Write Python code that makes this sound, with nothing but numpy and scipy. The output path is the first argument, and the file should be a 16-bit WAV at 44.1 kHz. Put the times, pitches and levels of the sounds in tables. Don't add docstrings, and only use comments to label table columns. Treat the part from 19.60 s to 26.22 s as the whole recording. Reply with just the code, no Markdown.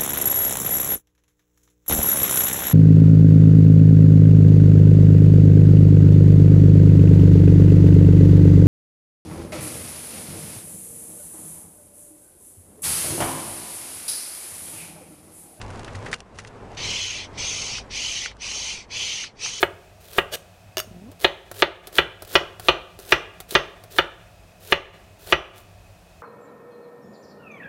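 import sys
import numpy as np
from scipy import signal
from scipy.fft import rfft, irfft
from scipy.io import wavfile
from scipy.ndimage import uniform_filter1d, minimum_filter1d

SR = 44100
rng = np.random.default_rng(int(sys.argv[2]) if len(sys.argv) > 2 else 0)


def dump_mix(stems):
    frames = np.atleast_2d(stems).T
    limited = np.clip(frames, -1, 1)
    pcm = np.round(limited * 32767).astype(np.int16)
    wavfile.write(sys.argv[1], SR, pcm)


N = 291942
TIME = np.arange(N) / SR

# frequency in Hz, width in Hz, level in dB.
APPLIANCE_HUM = [(96, 11.3, -55.5), (171, 8.8, -61), (640, 60, -60), (706, 38, -63), (2540, 75, -65.5)]
# landing time and length of the cut before it in seconds; crunch, last push
# and force in relative dB; cut-off of the contact crack in Hz; edge ring in Hz and in relative dB.
KNIFE_STROKES = [(0.0290, 0.16, -36.5, -0.5, -1.5, 2680, 3270, -20),
                 (0.5838, 0.19, -42.5, 12.5, -1, 3140, 3080, -24),
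                 (1.6454, .06, -37, 4.5, 4.5, 5000, 3860, -12),
                 (2.0225, 0.089, -35.5, -3, 7.5, 4270, 3940, -15),
                 (2.3842, 0.068, -34.5, 4.5, 8, 4240, 3830, -26),
                 (2.7540, 0.093, -36, 4.5, 6.5, 4700, 5360, -19),
                 (3.0849, 0.074, -36, -3.5, 10, 4180, 4200, -22),
                 (3.5224, 0.13, -39.5, 13, 9.5, 4740, 5600, -24.5),
                 (3.9520, 0.075, -37, 4, 9, 4860, 5730, -31), (4.3856, .09, -38, 7, 7, 4000, 3700, -40),
                 (5.1234, 0.13, -41, 10.5, 8, 4370, 5340, -32),
                 (5.7244, 0.14, -40, 8, 9.5, 3800, 5610, -27.5)]
# start in seconds, snap and thud through the board in relative dB.
CLOVE_SNAPS = [(0.018, -31, -60), (0.532, -35, -64), (1.516, -45, -41.5), (1.616, -35, -50),
               (1.914, -32, -32), (1.9922, -33, -53), (2.2712, -31.5, -33.5), (2.354, -29, -55),
               (2.6219, -32.5, -34.5), (2.6494, -40, -49), (2.997, -31.5, -33), (3.3898, -36.5, -38),
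               (3.399, -38.5, -48), (3.803, -30, -37), (3.9081, -24, -48), (3.923, -33, -33),
               (4.2376, -41, -40.5), (4.323, -39, -59.5), (5.0738, -38, -58), (5.672, -36, -37)]
# start in seconds, length in seconds, relative level in dB.
EDGE_SCRAPES = [(0.706, 0.05, -29.5), (1.171, 0.027, -34)]
KNUCKLE_RUBS = [(1.264, .012, -45), (1.302, 0.015, -39.5), (1.334, 0.167, -44.5)]
# start in seconds, relative level in dB, low-mode boost from bending in dB.
EDGE_SKIPS = [(1.1701, -15.5, 18.5), (1.1810, -12.5, -2), (1.1912, -17.5, -9.5), (1.2006, -13.5, -1.5)]
# delay in seconds, gain in dB.
WALL_ECHOES = [(.051, -18.5), (.074, -23.5)]

# frequency in Hz, relative level in dB, time to fall 60 dB in seconds.
BOARD_MODES = [(391.4, 1.5, 0.014), (368.4, -2, 0.039), (562, -7.5, 0.052), (560, 2, 0.015),
               (717, -9.5, 0.026), (805, -31, 0.17), (908.5, -15, 0.037), (1003, -25.5, 0.068),
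               (1212, -10.5, 0.037), (1350, -21, 0.074), (1420, -18, 0.046), (1507, -27.5, 0.072),
               (1625, -13.5, 0.027), (1702, -8, 0.025), (1917, -14.5, 0.049), (2002, -26, 0.12),
               (2090, -11.5, 0.014), (2210, -37.5, 0.051), (2438, -15, 0.043), (2507, -21, 0.063),
               (2816, -36.5, 0.2), (2857, -14, 0.047), (2898, -6.5, 0.017), (3014, -24, 0.088),
               (3278, -20, 0.038), (3549, -12, 0.024), (3610, -25.5, 0.011), (4092, -19.5, 0.038),
               (4520, -24, 0.037)]
WORKTOP_MODES = [(49.8, -9.5, 0.41), (69, 4, 0.19), (154.1, 1, 0.21)]
BLADE_MODES = [(99.5, -20, 0.3), (374.6, -5, 0.1), (637.5, -3, 0.063), (1170, -0.5, 0.011), (1714, -3, .08),
               (2874, 4, 0.04), (3510, -3, 0.056), (3640, -4, 0.026), (4670, -6, 0.074), (5390, 1, 0.023),
               (6170, -3, 0.033), (6580, -3, 0.043), (8720, -9, 0.034), (9470, -8.5, 0.036),
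               (11800, -8.5, 0.027), (13150, -2, .035), (13900, -6, .02)]

# frequency in Hz, relative level in dB.
ROOM_AIR = [(20, -24), (33, -3), (48, 4.5), (85, -1.5), (105, 7.5), (130, -29.5), (165, -4), (230, -14.5),
            (380, -12.5), (620, -10), (1000, -16.5), (2500, -21), (7000, -26.5), (16000, -33.5)]
FLESH_CRUNCH = [(200, -16.5), (400, 12), (730, 0), (950, -5), (1700, 0), (2200, -5.5), (3600, -0.5),
                (5500, -9.5), (7000, -12), (10000, -6.5), (13000, -13), (16000, -20.5)]
SKIN_SNAP = [(500, -14.5), (2000, -4.5), (4000, 5.5), (7000, -2), (10000, 2), (13500, 0.5), (16000, -0.5)]
BOARD_THUD = [(100, -8.5), (250, -21), (390, 5.5), (500, -4), (680, 2), (900, -14.5), (1400, -7.5),
              (3000, -28.5)]
CONTACT_CRACK = [(200, -15), (520, 7), (850, -11), (1300, 4.5), (3400, 5), (4600, -17.5), (6000, -3.5),
                 (8000, -15.5), (16000, -26)]
BOARD_WASH = [(200, -8), (380, 11.5), (850, 4), (1250, 7), (2200, -4.5), (3000, 5), (4200, -12),
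              (6000, -30), (12000, -39.5)]
WET_SIZZLE = [(1000, -25), (4000, -4.5), (8000, -6), (10000, -6.5), (13500, -1), (16000, -5)]
SCRAPE_RASP = [(250, -20), (600, 16.5), (1000, 0.5), (3700, 6), (6500, 0.5), (7500, -2),
               (14000, -1.5), (16000, -10)]
SKIP_TICK = [(300, -13), (1200, 1), (6000, -8), (9000, -8.5), (15000, -10.5)]
ROOM_EARLY = [(100, -8.5), (400, 0), (1000, 1.5), (3000, -4), (8000, -3.5), (16000, -2)]
ROOM_TAIL = [(100, 7), (250, -11.5), (380, 4), (650, 3.5), (1300, -0.5), (3300, -3.5), (6000, -8.5),
             (9000, 1.5), (16000, -29)]
ROOM_TREBLE = [(2000, -34), (6000, -5), (16000, -14.5)]


def undb(db):
    return 10 ** (np.asarray(db) / 20)


def unit(x):
    return x / np.sqrt(np.mean(x ** 2))


def fade(t, t60):
    return np.exp(-np.log(1000) * t / t60)


def add(track, start_s, sound):
    i = max(int(start_s * SR), 0)
    track[i:i + len(sound)] += sound[:N - i]


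def colour(x, spectrum):
    hz, db = np.transpose(spectrum)
    bins_hz = np.maximum(np.fft.rfftfreq(len(x), 1 / SR), 1)
    gain = undb(np.interp(np.log(bins_hz), np.log(hz), db))
    return unit(irfft(rfft(x) * gain, len(x)))


def burst(spectrum, t60):
    t = TIME[:SR // 2]
    return colour(rng.standard_normal(len(t)), spectrum) * fade(t, t60)


def lowpass(x, hz, order):
    return signal.sosfilt(signal.butter(order, min(hz, .45 * SR), fs=SR, output="sos"), x)


def ring(modes, low_db, low_hz, scatter_db, detune):
    hz, db, t60 = np.transpose(modes)[:, :, None]
    t = TIME[:SR // 3]
    groups_hz = np.arange(0, SR / 2, 600)
    weight, shift = (np.interp(hz, groups_hz, rng.standard_normal(len(groups_hz))) for _ in range(2))
    polarity = (-1) ** np.arange(len(hz))[:, None]
    shelf_db = low_db / (1 + (hz / low_hz) ** 2)
    gain = polarity * undb(db + scatter_db * weight + shelf_db)
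    return np.sum(gain * fade(t, t60) * np.sin(2 * np.pi * hz * (1 + detune * shift) * t), axis=0)


def grains(per_s, spread_db):
    size = undb(spread_db * np.minimum(rng.exponential(size=N), 5))
    return unit((rng.random(N) < per_s / SR) * size * rng.standard_normal(N))


def touch(start_s, length_s, attack_s, t60):
    rise = np.clip((TIME - start_s) / attack_s, 0, 1)
    return rise ** 2 * fade(np.maximum(TIME - start_s - length_s, 0), t60)


def room_tone():
    out = undb(-52) * colour(rng.standard_normal(N), ROOM_AIR)
    for hz, width_hz, db in APPLIANCE_HUM:
        resonance = signal.iirpeak(hz, hz / width_hz, fs=SR)
        out += undb(db) * unit(signal.lfilter(*resonance, rng.standard_normal(N)))
    return out


def cut_pressure(lands_s, length_s, push_db, build_db=13.5, push_s=0.015):
    left_s = np.maximum(lands_s - TIME, 0)
    db = -build_db * left_s / length_s + push_db * np.exp(-left_s / push_s)
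    return undb(db) * touch(lands_s - length_s, length_s, attack_s=0.011, t60=0.044)


def garlic():
    pressure = sum(undb(db) * cut_pressure(lands_s, length_s, push_db)
                   for lands_s, length_s, db, push_db, *_ in KNIFE_STROKES)
    pressure += undb(-49.5) * touch(start_s=5.935, length_s=0.053, attack_s=0.035, t60=0.18)
    jerks = undb(1.5 * unit(lowpass(rng.standard_normal(N), 70, order=2)))
    sizzle = colour(grains(per_s=4000, spread_db=-0.5), WET_SIZZLE)
    crunch = (pressure / undb(-40)) ** 0.24 * colour(grains(per_s=6300, spread_db=2), FLESH_CRUNCH)
    fibre_pops = colour(grains(per_s=260, spread_db=2.5), SKIN_SNAP)
    out = pressure * jerks * (undb(-4) * sizzle + undb(-1.5) * crunch + undb(-9) * fibre_pops)
    for start_s, snap_db, thud_db in CLOVE_SNAPS:
        snap = burst(SKIN_SNAP, t60=0.014) + undb(-2.5) * burst(SKIN_SNAP, t60=0.049)
        add(out, start_s, undb(snap_db - 1) * snap)
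        add(out, start_s, undb(thud_db) * burst(BOARD_THUD, t60=0.063))
    return out


def board_knocks():
    out = np.zeros(N)
    for lands_s, _, _, _, force_db, contact_hz, edge_hz, edge_db in KNIFE_STROKES:
        low_db = 0.5 - 0.68 * force_db
        body = ring(BOARD_MODES, low_db, low_hz=816, scatter_db=2, detune=0.012)
        crack = undb(-7) * burst(CONTACT_CRACK, t60=0.0082)
        crack += undb(-7.5) * burst(CONTACT_CRACK, t60=0.033)
        add(out, lands_s, undb(force_db) * lowpass(body, 1.21 * contact_hz, order=3))
        add(out, lands_s, undb(force_db) * lowpass(crack, contact_hz, order=3))
        edge_band = [(edge_hz / 1.5, -28), (edge_hz / 1.1, 0), (edge_hz * 1.07, 0),
                     (edge_hz * 1.25, -28), (edge_hz * 2, -45)]
        add(out, lands_s, undb(force_db + edge_db) * burst(edge_band, t60=0.034))
        add(out, lands_s, undb(-32.5) * burst(SKIN_SNAP, t60=0.058))
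        worktop = ring(WORKTOP_MODES, low_db=2.5, low_hz=100, scatter_db=2.5, detune=0.051)
        add(out, lands_s + 0.0047, undb(force_db - 41.5) * worktop)
    return out


def board_wash():
    out = np.zeros(N)
    for lands_s, _, _, _, force_db, contact_hz, *_ in KNIFE_STROKES:
        wash = lowpass(burst(BOARD_WASH, t60=0.4), contact_hz, order=4)
        add(out, lands_s + 0.008, undb(force_db - 35) * wash)
    return out


def kitchen_reflections(close):
    t = TIME[:SR // 2]
    early = burst(ROOM_EARLY, t60=0.15) * np.clip((t - 0.003) / 0.0011, 0, 1)
    tail = burst(ROOM_TAIL, t60=0.56) + undb(4.5) * burst(ROOM_TREBLE, t60=0.31)
    tail *= np.clip((t - 0.012) / 0.02, 0, 1)
    response = (undb(-14.5) * unit(early) + undb(-23.5) * unit(tail)) / np.sqrt(len(t))
    out = signal.fftconvolve(close, response)[:N]
    dull = signal.sosfilt(signal.butter(2, [300, 480], "bandpass", fs=SR, output="sos"), close)
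    for delay_s, db in WALL_ECHOES:
        add(out, delay_s, undb(db) * dull)
    return out


def blade_scrapes():
    steel = ring(BLADE_MODES, low_db=5, low_hz=900, scatter_db=1, detune=0.002)
    grit = grains(per_s=6000, spread_db=2)
    ringing = unit(signal.fftconvolve(grit, steel)[:N])
    drag = sum(undb(db) * touch(start_s, length_s, attack_s=0.03, t60=0.014)
               for start_s, length_s, db in EDGE_SCRAPES)
    out = drag * (undb(-3) * ringing + colour(grit, SCRAPE_RASP))
    for start_s, db, bend_db in EDGE_SKIPS:
        ping = ring(BLADE_MODES, low_db=bend_db, low_hz=1780, scatter_db=6, detune=0.0033)
        add(out, start_s, undb(db - 16) * ping)
        add(out, start_s, undb(db - 5) * burst(SKIP_TICK, t60=0.014))
    return out


def knuckle_squeak(slowest_s=1.365, slowest_hz=173, bend_hz_per_s2=6000):
    slip_hz = slowest_hz + bend_hz_per_s2 * (TIME - slowest_s) ** 2
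    contact = sum(undb(db) * touch(start_s, length_s, attack_s=0.014, t60=0.055)
                  for start_s, length_s, db in KNUCKLE_RUBS)
    waver = unit(lowpass(rng.standard_normal(N), 60, order=2))
    phase = 2 * np.pi * np.cumsum(slip_hz * (1 + 0.015 * waver)) / SR
    harmonics = sum(undb(db) * np.cos(k * phase) for k, db in enumerate([7, -4.5, -12, -15], 1))
    return contact * unit(harmonics) * undb(2.5 * waver)


def limit(x, ceiling, hold_s, release_s):
    needed_gain = np.minimum(1, ceiling / (np.abs(x) + 1e-9))
    hold, release = 2 * int(hold_s * SR / 2) + 1, 2 * int(release_s * SR / 2) + 1
    held = minimum_filter1d(needed_gain, hold, origin=hold // 2, mode="nearest")
    gain = np.minimum(held, uniform_filter1d(held, release, origin=release // 2, mode="nearest"))
    return x * uniform_filter1d(minimum_filter1d(gain, size=31), size=31)


def scene():
    close = board_knocks() + garlic() + blade_scrapes() + knuckle_squeak()
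    return (close + kitchen_reflections(close) + board_wash() + room_tone())[None]


def record(dry, top_hz=15900):
    ducked = limit(dry, ceiling=2.19, hold_s=0.2, release_s=0.019)
    flattened = limit(ducked, ceiling=0.97, hold_s=0.0007, release_s=0.001)
    return signal.sosfilt(signal.ellip(8, 0.2, 70, top_hz, fs=SR, output="sos"), flattened)


dry = scene()
out = record(dry)
dump_mix(out)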